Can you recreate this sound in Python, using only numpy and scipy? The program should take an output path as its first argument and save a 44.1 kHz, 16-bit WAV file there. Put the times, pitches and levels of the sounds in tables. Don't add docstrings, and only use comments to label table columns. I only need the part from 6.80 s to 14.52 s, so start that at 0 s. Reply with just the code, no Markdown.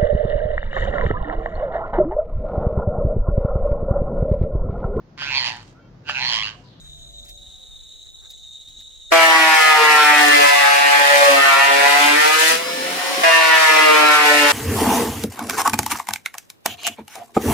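import sys
import numpy as np
from scipy import signal
from scipy.fft import rfft, irfft, next_fast_len
from scipy.io import wavfile

SR = 44100
rng = np.random.default_rng(int(sys.argv[2]) if len(sys.argv) > 2 else 0)


def volts_from_db(level):
    exponent = np.asarray(level, float) / 20
    return 10 ** exponent


def unload_audio(sound):
    columns = np.transpose(np.atleast_2d(sound))
    steps = np.round(np.clip(columns, -1, 1) * 32767)
    wavfile.write(sys.argv[1], SR, steps.astype(np.int16))


N = 340452
MOTOR_PER_HEAD = 2.483

# board enters in seconds, board leaves in seconds.
PASSES = [
    (2.322, 5.71),
    (6.438, 7.8),
]
# time in seconds, roar level in dB, whine level in dB.
FREE = [
    (5.72, -29.5, -48),
    (5.81, -29.5, -40),
    (6.0, -28, -39),
    (6.2, -26.5, -35),
    (6.43, -24.5, -36),
]


def at_hz(points, hz):
    point_hz, db = np.transpose(points)
    return np.interp(np.log(hz), np.log(point_hz), db)


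def in_time(rows, fade=0.0054):
    s, *columns = np.transpose(rows)
    t = np.arange(N) / SR
    gate = np.interp(t, [s[0] - fade, s[0], s[-1], s[-1] + fade], [0, 1, 1, 0])
    return [np.interp(t, s, c) for c in columns] + [gate]


def rms_one(x):
    return x / np.sqrt(np.mean(x ** 2) + 1e-20)


def drift(rate, count=1):
    r = np.exp(-128 * np.pi * rate / SR)
    noise = rng.standard_normal((count, N // 64 + 1002))
    slow = signal.lfilter([1], [1, -2 * r, r * r], noise)[:, 1000:]
    return slow / slow.std(axis=1, keepdims=True)


def fine(slow):
    return np.interp(np.arange(N) / 64, np.arange(len(slow)), slow)


def bumps(rows):
    t = np.arange(N) / SR
    return sum(db * np.exp(-((t - s) / length) ** 2) for s, length, db in rows)


def peaks(modes, hz, steep=2):
    power = 0
    for centre_hz, width_hz, db in modes:
        off_centre = 2 * (hz - centre_hz) / width_hz
        power = power + volts_from_db(db) ** 2 / (1 + off_centre ** 2) ** steep
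    return np.sqrt(power)


def coloured(gain, source=None, alike_hz=3000, closest=1):
    size = next_fast_len(N)
    hz = np.arange(size // 2 + 1) * SR / size + 1
    pulsing = 1 if source is None else source
    mid, side = rfft(rng.standard_normal((2, N)) * pulsing, size)
    alike = closest / (1 + (hz / alike_hz) ** 4)
    both = np.sqrt(1 + alike) * mid + np.sqrt(1 - alike) * side * [[1], [-1]]
    return rms_one(irfft(both * gain(hz), size)[:, :N])


def night_air():
    # frequency in Hz, density in dB per Hz.
    air_spectrum = [(15, -28), (28, -2), (55, -1.5), (100, -13.5), (175, -19), (490, -28), (1000, -36.5),
                    (2000, -38.5), (2700, -39), (4900, -39), (8500, -33), (12000, -45.5), (15600, -50),
                    (16000, -80)]
    return coloured(lambda hz: volts_from_db(at_hz(air_spectrum, hz)), alike_hz=5960, closest=0.93)


def insect_chorus():
    # centre in Hz, width in Hz, level in dB.
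    wing_bands = [(3870, 310, -7), (3760, 180, -8.5), (3710, 14, 2.5), (3580, 180, -11.5),
                  (3130, 490, -26.5), (6830, 1530, -21.5), (7700, 260, -22)]
    flutter = volts_from_db(2.0 * fine(drift(56)[0]))
    return coloured(lambda hz: peaks(wing_bands, hz, steep=3), flutter, alike_hz=6750)


def far_hums():
    # start in seconds, end in seconds, frequency in Hz, level in dB.
    hum_tones = [
        (.06, 0.58, 675, -61.5),
        (0.198, 0.74, 571, -62),
        (.42, 1, 740, -66),
        (.77, .88, 517, -64),
        (1.15, 2.05, 740, -72),
        (-.5, 3, 14885, -70),
        (-.5, 2.8, 15088, -76),
        (-.5, 2.8, 53, -75),
        (-.2, 0.42, 149.3, -53.5),
    ]
    t = np.arange(N) / SR
    hums = 0
    for start, end, hz, db in hum_tones:
        along = np.clip((t - start) / (end - start), 0, 1)
        swell = np.sqrt(np.clip(np.sin(np.pi * along), 0, 1))
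        hums = hums + volts_from_db(db + 1.5) * swell * np.sin(2 * np.pi * hz * t)
    return hums


def finger_ticks():
    # time in seconds, peak in dB, length in seconds.
    taps = [
        (0.452, -48, 0.011),
        (0.492, -44, 0.017),
        (1.506, -42, 0.01),
        (1.887, -52, 0.011),
        (2.0074, -50, 0.011),
    ]
    t = np.arange(N) / SR
    touch = 0
    for s, db, length in taps:
        steepness = np.where(t < s, 2.5, 1)
        touch = touch + volts_from_db(db) * np.exp(-np.abs(t - s) / length * steepness)
    return touch * coloured(lambda hz: volts_from_db(-4.0 * np.abs(np.log2(hz / 5000))), alike_hz=9000)


def wire_rustles():
    # time in seconds, peak in dB, length in seconds.
    strokes = [
        (0.047, -60.5, 0.044),
        (0.462, -57, 0.018),
        (1.269, -62, .02),
        (1.45, -59, 0.033),
        (2.01, -64, 0.0099),
    ]
    # centre in Hz, width in Hz, level in dB.
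    scrape_bands = [(1590, 1200, -3), (350, 200, 1)]
    t = np.arange(N) / SR
    brush = sum(volts_from_db(db) * np.exp(-((t - s) / length) ** 2) for s, db, length in strokes)
    return brush * coloured(lambda hz: peaks(scrape_bands, hz), alike_hz=5000)


def bench():
    # time in seconds, air level in dB, insect level in dB.
    levels = [
        (0.0, -47.5, -45),
        (2.31, -51.5, -43),
    ]
    air_db, insect_db, gate = in_time(levels)
    air = volts_from_db(air_db) * night_air()
    chorus = volts_from_db(insect_db) * insect_chorus()
    return gate * (air + chorus + far_hums() + finger_ticks() + wire_rustles())


def head_hz():
    # time in seconds, head speed in turns per second (Hz).
    first_speed = [(2.32, 165.8), (3.09, 152.3), (3.85, 141.6), (4.04, 142.7), (4.41, 142), (4.75, 136.7),
                   (5.3, 146), (5.64, 160.1), (5.76, 163.6)]
    free_speed = [(5.801, 167.3), (5.95, 172.6), (6.1, 177.6), (6.28, 181.4), (6.431, 182.4)]
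    second_speed = [(6.44, 165.7), (7.202, 152), (7.698, 145.4), (7.72, 143.3)]
    return in_time([*first_speed, *free_speed, *second_speed])[0]


def board(speed):
    # time in seconds, length in seconds, level in dB.
    surges = [(2.83, 0.058, 2.5), (3.62, 0.23, 3.5), (4.42, 0.24, 2), (5.18, .12, 1.5), (6.48, .04, 0),
              (6.95, 0.14, 2), (7.33, 0.058, 0.5), (7.68, .1, -1)]
    # time in seconds, length in seconds, level in dB.
    grain = [
        (3.215, 0.16, -8.5),
        (4.483, 0.13, 6),
        (5.68, 0.07, 5.5),
        (7.13, 0.047, 4),
        (7.42, 0.092, -7.5),
    ]
    # centre in Hz, width in Hz, level in dB.
    table_flap = [(295.4, 10.1, 7.3), (322.1, 9, 3.2)]
    entry_s, flare_s, release_s, punch_s = 0.005, 0.37, 0.12, 0.14
    t = np.arange(N) / SR
    enter, leave = np.transpose(PASSES)[:, (t > PASSES[1][0] - .1).astype(int)]
    gone = np.clip((t - leave) / release_s, 0, 1)
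    nearing = np.clip(1 - (leave - t) / flare_s, 0, 1)
    sag_db = 0.59 * (t - enter)
    bite_db = -15.5 - 2 * nearing - sag_db - 16 * gone
    chips_db = -26.5 + bumps(surges) + 8 * nearing - 22.5 * gone
    punch_db = 11.5 * np.exp(-np.abs(t - enter) / punch_s)
    low_db = 1 + punch_db + bumps(grain)
    stroke_db = 20 * np.log10(np.hypot(peaks(table_flap, 2 * speed), volts_from_db(-4)))
    opening = np.clip((t - enter) / entry_s + 1, 0, 1)
    closing = np.clip((leave + release_s - t) / .0054 + 1, 0, 1)
    return bite_db, chips_db, low_db, stroke_db, opening * closing


def knives(speed, low_db, stroke_db):
    # centre in Hz, width in Hz, level in dB.
    body = [(293, 81, -18.5), (306, 49, -19.5), (455, 32.3, -4.5), (574.7, 63, -4.5), (704, 57, -5),
            (733, 67, -7), (903, 322, -3), (1160, 13, -6.5), (1245, 37, -1), (1356, 42, 0),
            (1778, 113, -0.7), (1929, 27, 0.5), (2026, 100, -2.5), (2250, 210, -9.5), (2484, 520, -10.5),
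            (2774, 56, -6), (3043, 48, -10.5), (3030, 53, -21.5)]
    turn = 2 * np.pi * np.cumsum(speed) / SR
    orders = np.arange(2, 38)
    hz = orders[:, None] * speed[::64]
    broad_body = volts_from_db(-7.5 - 7.3 * np.abs(np.log2(hz / 1500)) ** 1.26) * (hz > 400)
    gain = np.hypot(peaks(body, hz), broad_body)
    unsteady_db = 2.5 * drift(11.3, count=36)[:, :hz.shape[1]]
    gain = gain * volts_from_db(unsteady_db + low_db[::64] * (hz < 700))
    gain[0] *= volts_from_db(stroke_db[::64])
    waver = 0.066 * drift(6.5) * orders[:, None] ** 0.67 + rng.uniform(0, 2 * np.pi, (36, 1))
    tones = [fine(g) * np.sin(k * turn + fine(w)) for k, g, w in zip(orders, gain, waver)]
    belt = 1 + 0.35 * np.sin(MOTOR_PER_HEAD * turn)
    feed_gain = peaks([(115.7, 7.9, -41)], 0.799 * speed)
    feed = feed_gain * np.sin(0.77 * turn + 2.1 * fine(drift(4.4)[0]))
    return rms_one(sum(tones[:8]) + belt * sum(tones[8:])) + feed, turn


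def torn_fibres(strokes):
    # frequency in Hz, density in dB per Hz.
    tear_spectrum = [(18, -79), (30, -68), (182, -21.5), (289, -13), (364, -15), (439, -7), (640, -4),
                     (696, 1), (1360, -1.5), (2030, 7), (4500, -21), (5850, -128), (9900, -120)]
    return coloured(lambda hz: volts_from_db(at_hz(tear_spectrum, hz)), strokes, alike_hz=1740, closest=0.97)


def flying_chips(strokes):
    # frequency in Hz, density in dB per Hz.
    chip_spectrum = [(400, -80), (1470, -42), (2500, -5.5), (5270, -10), (10800, -15.5), (15100, -23.5),
                     (16000, -29)]
    impact_db = 2.26 * np.minimum(rng.exponential(1, N), 5)
    uneven_db = 0.86 * fine(drift(31)[0]) + 0.5 * fine(drift(2.7)[0])
    splinters = strokes * volts_from_db(impact_db + uneven_db)
    return coloured(lambda hz: volts_from_db(at_hz(chip_spectrum, hz)), splinters, alike_hz=2880)


def cutting(speed):
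    bite_db, chips_db, low_db, stroke_db, gate = board(speed)
    tones, turn = knives(speed, low_db, stroke_db)
    strokes = 1 + .5 * np.sin(turn) + 0.8 * np.sin(2 * turn)
    bite = volts_from_db(bite_db + 5.0) * (tones + volts_from_db(-9) * torn_fibres(strokes))
    chips = volts_from_db(chips_db + 4) * flying_chips(strokes)
    return gate * (bite + chips), turn


def free_running(turn):
    # frequency in Hz, density in dB per Hz.
    roar_spectrum = [(18, -75), (30, -43), (118, -30), (265, -10.5), (404, -11), (525, -9.5), (584, -11.5),
                     (702, -19), (759, -8.5), (889, -7.5), (3140, -10.5), (10200, -23), (16000, -28)]
    # multiple of head speed, level in dB relative to the roar.
    free_tones = [(1.0, -27), (1.5, -20), (2.0, -20), (3.0, -7), (4.0, -9), (5.0, -18), (10.2, -12),
                  (11.2, -19), (13.1, -17), (16.85, -18), (23.4, -16), (29.8, -15), (49.6, -25)]
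    roar_db, whine_db, gate = in_time(FREE, fade=0.023)
    unsteady = volts_from_db(3.1 * drift(9.5, count=len(free_tones)))
    shake = .028 * fine(drift(60)[0])
    tones = 0
    for (order, db), level in zip(free_tones, unsteady):
        tones = tones + volts_from_db(db) * fine(level) * np.sin(order * (turn + shake))
    roar = coloured(lambda hz: volts_from_db(at_hz(roar_spectrum, hz)), alike_hz=2000)
    whine = volts_from_db(whine_db) * np.sin(24 * MOTOR_PER_HEAD * (turn + .7 * shake))
    return gate * (volts_from_db(roar_db + 3.5) * (roar + 1.2 * tones) + whine)


def scene():
    cut, turn = cutting(head_hz())
    planer = cut + free_running(turn)
    treble = signal.lfilter(*signal.butter(1, 3000, "high", fs=SR), planer)
    return bench() + planer + .1 * treble * [[1], [-1]]


def held(rows, s):
    rows = np.array(rows)
    return rows[np.searchsorted(rows[1:, 0], s, "right"), 1]


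def slipped(ears):
    # time in seconds, phase in rad.
    bass_slips = [(0.0, 1.3), (0.71, -2.4), (1.0, 2.6), (1.46, -2.8), (1.88, 1.3), (2.01, 2.6), (2.32, 0.0),
                  (2.77, 2.9), (3.01, 1.2), (3.68, 3.1), (4.46, -0.2), (4.64, 1.9), (4.89, 0.9),
                  (5.19, -0.3), (5.43, 2.0), (5.61, 0.8), (6.21, 2.6), (6.37, -0.4), (6.43, -3.1),
                  (6.88, -0.5)]
    # time in seconds, phase in rad.
    insect_slips = [(0, -2.5), (.57, -.1), (1.28, 1.2), (1.35, -.1)]
    # order, start in seconds, end in seconds, phase in rad.
    order_holds = [(3, 2.32, 2.95, -3.0), (3, 2.95, 3.26, 1.2), (3, 3.65, 4.56, 3.0), (3, 4.84, 5.24, .7),
                   (3, 5.54, 6.43, .7), (3, 6.44, 7.35, 2.5), (4, 2.32, 2.71, -.1), (4, 2.71, 3.13, 2.1),
                   (4, 3.39, 4.19, 2.7), (4, 4.19, 4.6, .1), (4, 4.6, 5.19, 2.2), (4, 5.67, 6.04, 2.2),
                   (4, 6.04, 6.56, .2), (4, 6.71, 7.15, 1.6), (4, 7.5, 7.8, -.6), (5, 2.32, 3.07, .3),
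                   (5, 3.68, 4.64, -2.3), (6, 6.14, 6.8, .6), (5, 6.34, 7.16, -3.1), (6, 2.32, 2.72, .6),
                   (6, 2.88, 3.45, .7), (6, 3.7, 4.41, .9), (6, 4.78, 5.36, -1.6), (6, 7.06, 7.57, 1.5),
                   (7, 3.8, 4.68, 2.7), (9, 4.35, 4.56, 2.8), (10, 3.88, 4.56, 3.1), (5, 4.89, 5.33, -1.2),
                   (3, 3.26, 3.51, 2.4)]
    whine_holds = [(30, .8), (60, 2.0)]
    cut_in_s = 2.316
    hz, s, frames = signal.stft(ears, SR, nperseg=2048)
    orders = np.arange(120)[:, None]

    jumps = np.cumsum(rng.random((120, len(s))) < .07 + .01 * orders, axis=1)
    chance = np.take_along_axis(rng.uniform(-np.pi, np.pi, jumps.shape), jumps % len(s), axis=1)
    planer, night = chance.copy(), np.roll(chance[24:33], 7)
    planer[:3] = night[0] = held(bass_slips, s)
    for order, start, end, rad in order_holds:
        planer[order, (s > start) & (s <= end)] = rad
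    night[4] = held(insect_slips, s)
    night[1], night[8] = -1.4, 1.2
    for order, rad in whine_holds:
        planer[order - 2:order + 2, (s > FREE[1][0]) & (s <= FREE[-1][0])] = rad

    step = np.abs(np.sin(np.diff(planer, axis=1, prepend=0, append=0) / 2))
    dip = 1 - 0.63 * np.maximum(step[:, 1:], step[:, :-1]) / (1 + (orders / 14.7) ** 2)
    planer += np.where(orders < 3, .12, .22) * rng.standard_normal(planer.shape)

    speed = head_hz()[np.minimum(s * SR, N - 1).astype(int)]
    order = np.minimum(np.round(hz[:, None] / speed), 119).astype(int)
    band = np.searchsorted([380, 800, 1700, 3300, 4400, 6000, 8000, 11000], hz)
    lead = np.where(s < cut_in_s, night[band], np.take_along_axis(planer, order, axis=0))
    unbroken = (s < cut_in_s + .06) | (np.abs(s - PASSES[1][0]) < .06)
    frames = frames * np.where(unbroken, 1, np.take_along_axis(dip, order, axis=0))
    turned = frames * [np.exp(.5j * lead), np.exp(-.5j * lead)]
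    return signal.istft(turned, SR, nperseg=2048)[1][:, :N]


def top_cut(x):
    return signal.sosfilt(signal.butter(12, 15850, fs=SR, output="sos"), x)


def record(dry):
    wet = np.clip(slipped(dry), -1, 1)
    top = signal.cheby2(20, 30, 16250, fs=SR, output="sos")
    return top_cut(signal.sosfiltfilt(top, wet))


dry = scene()
out = record(dry)
unload_audio(out)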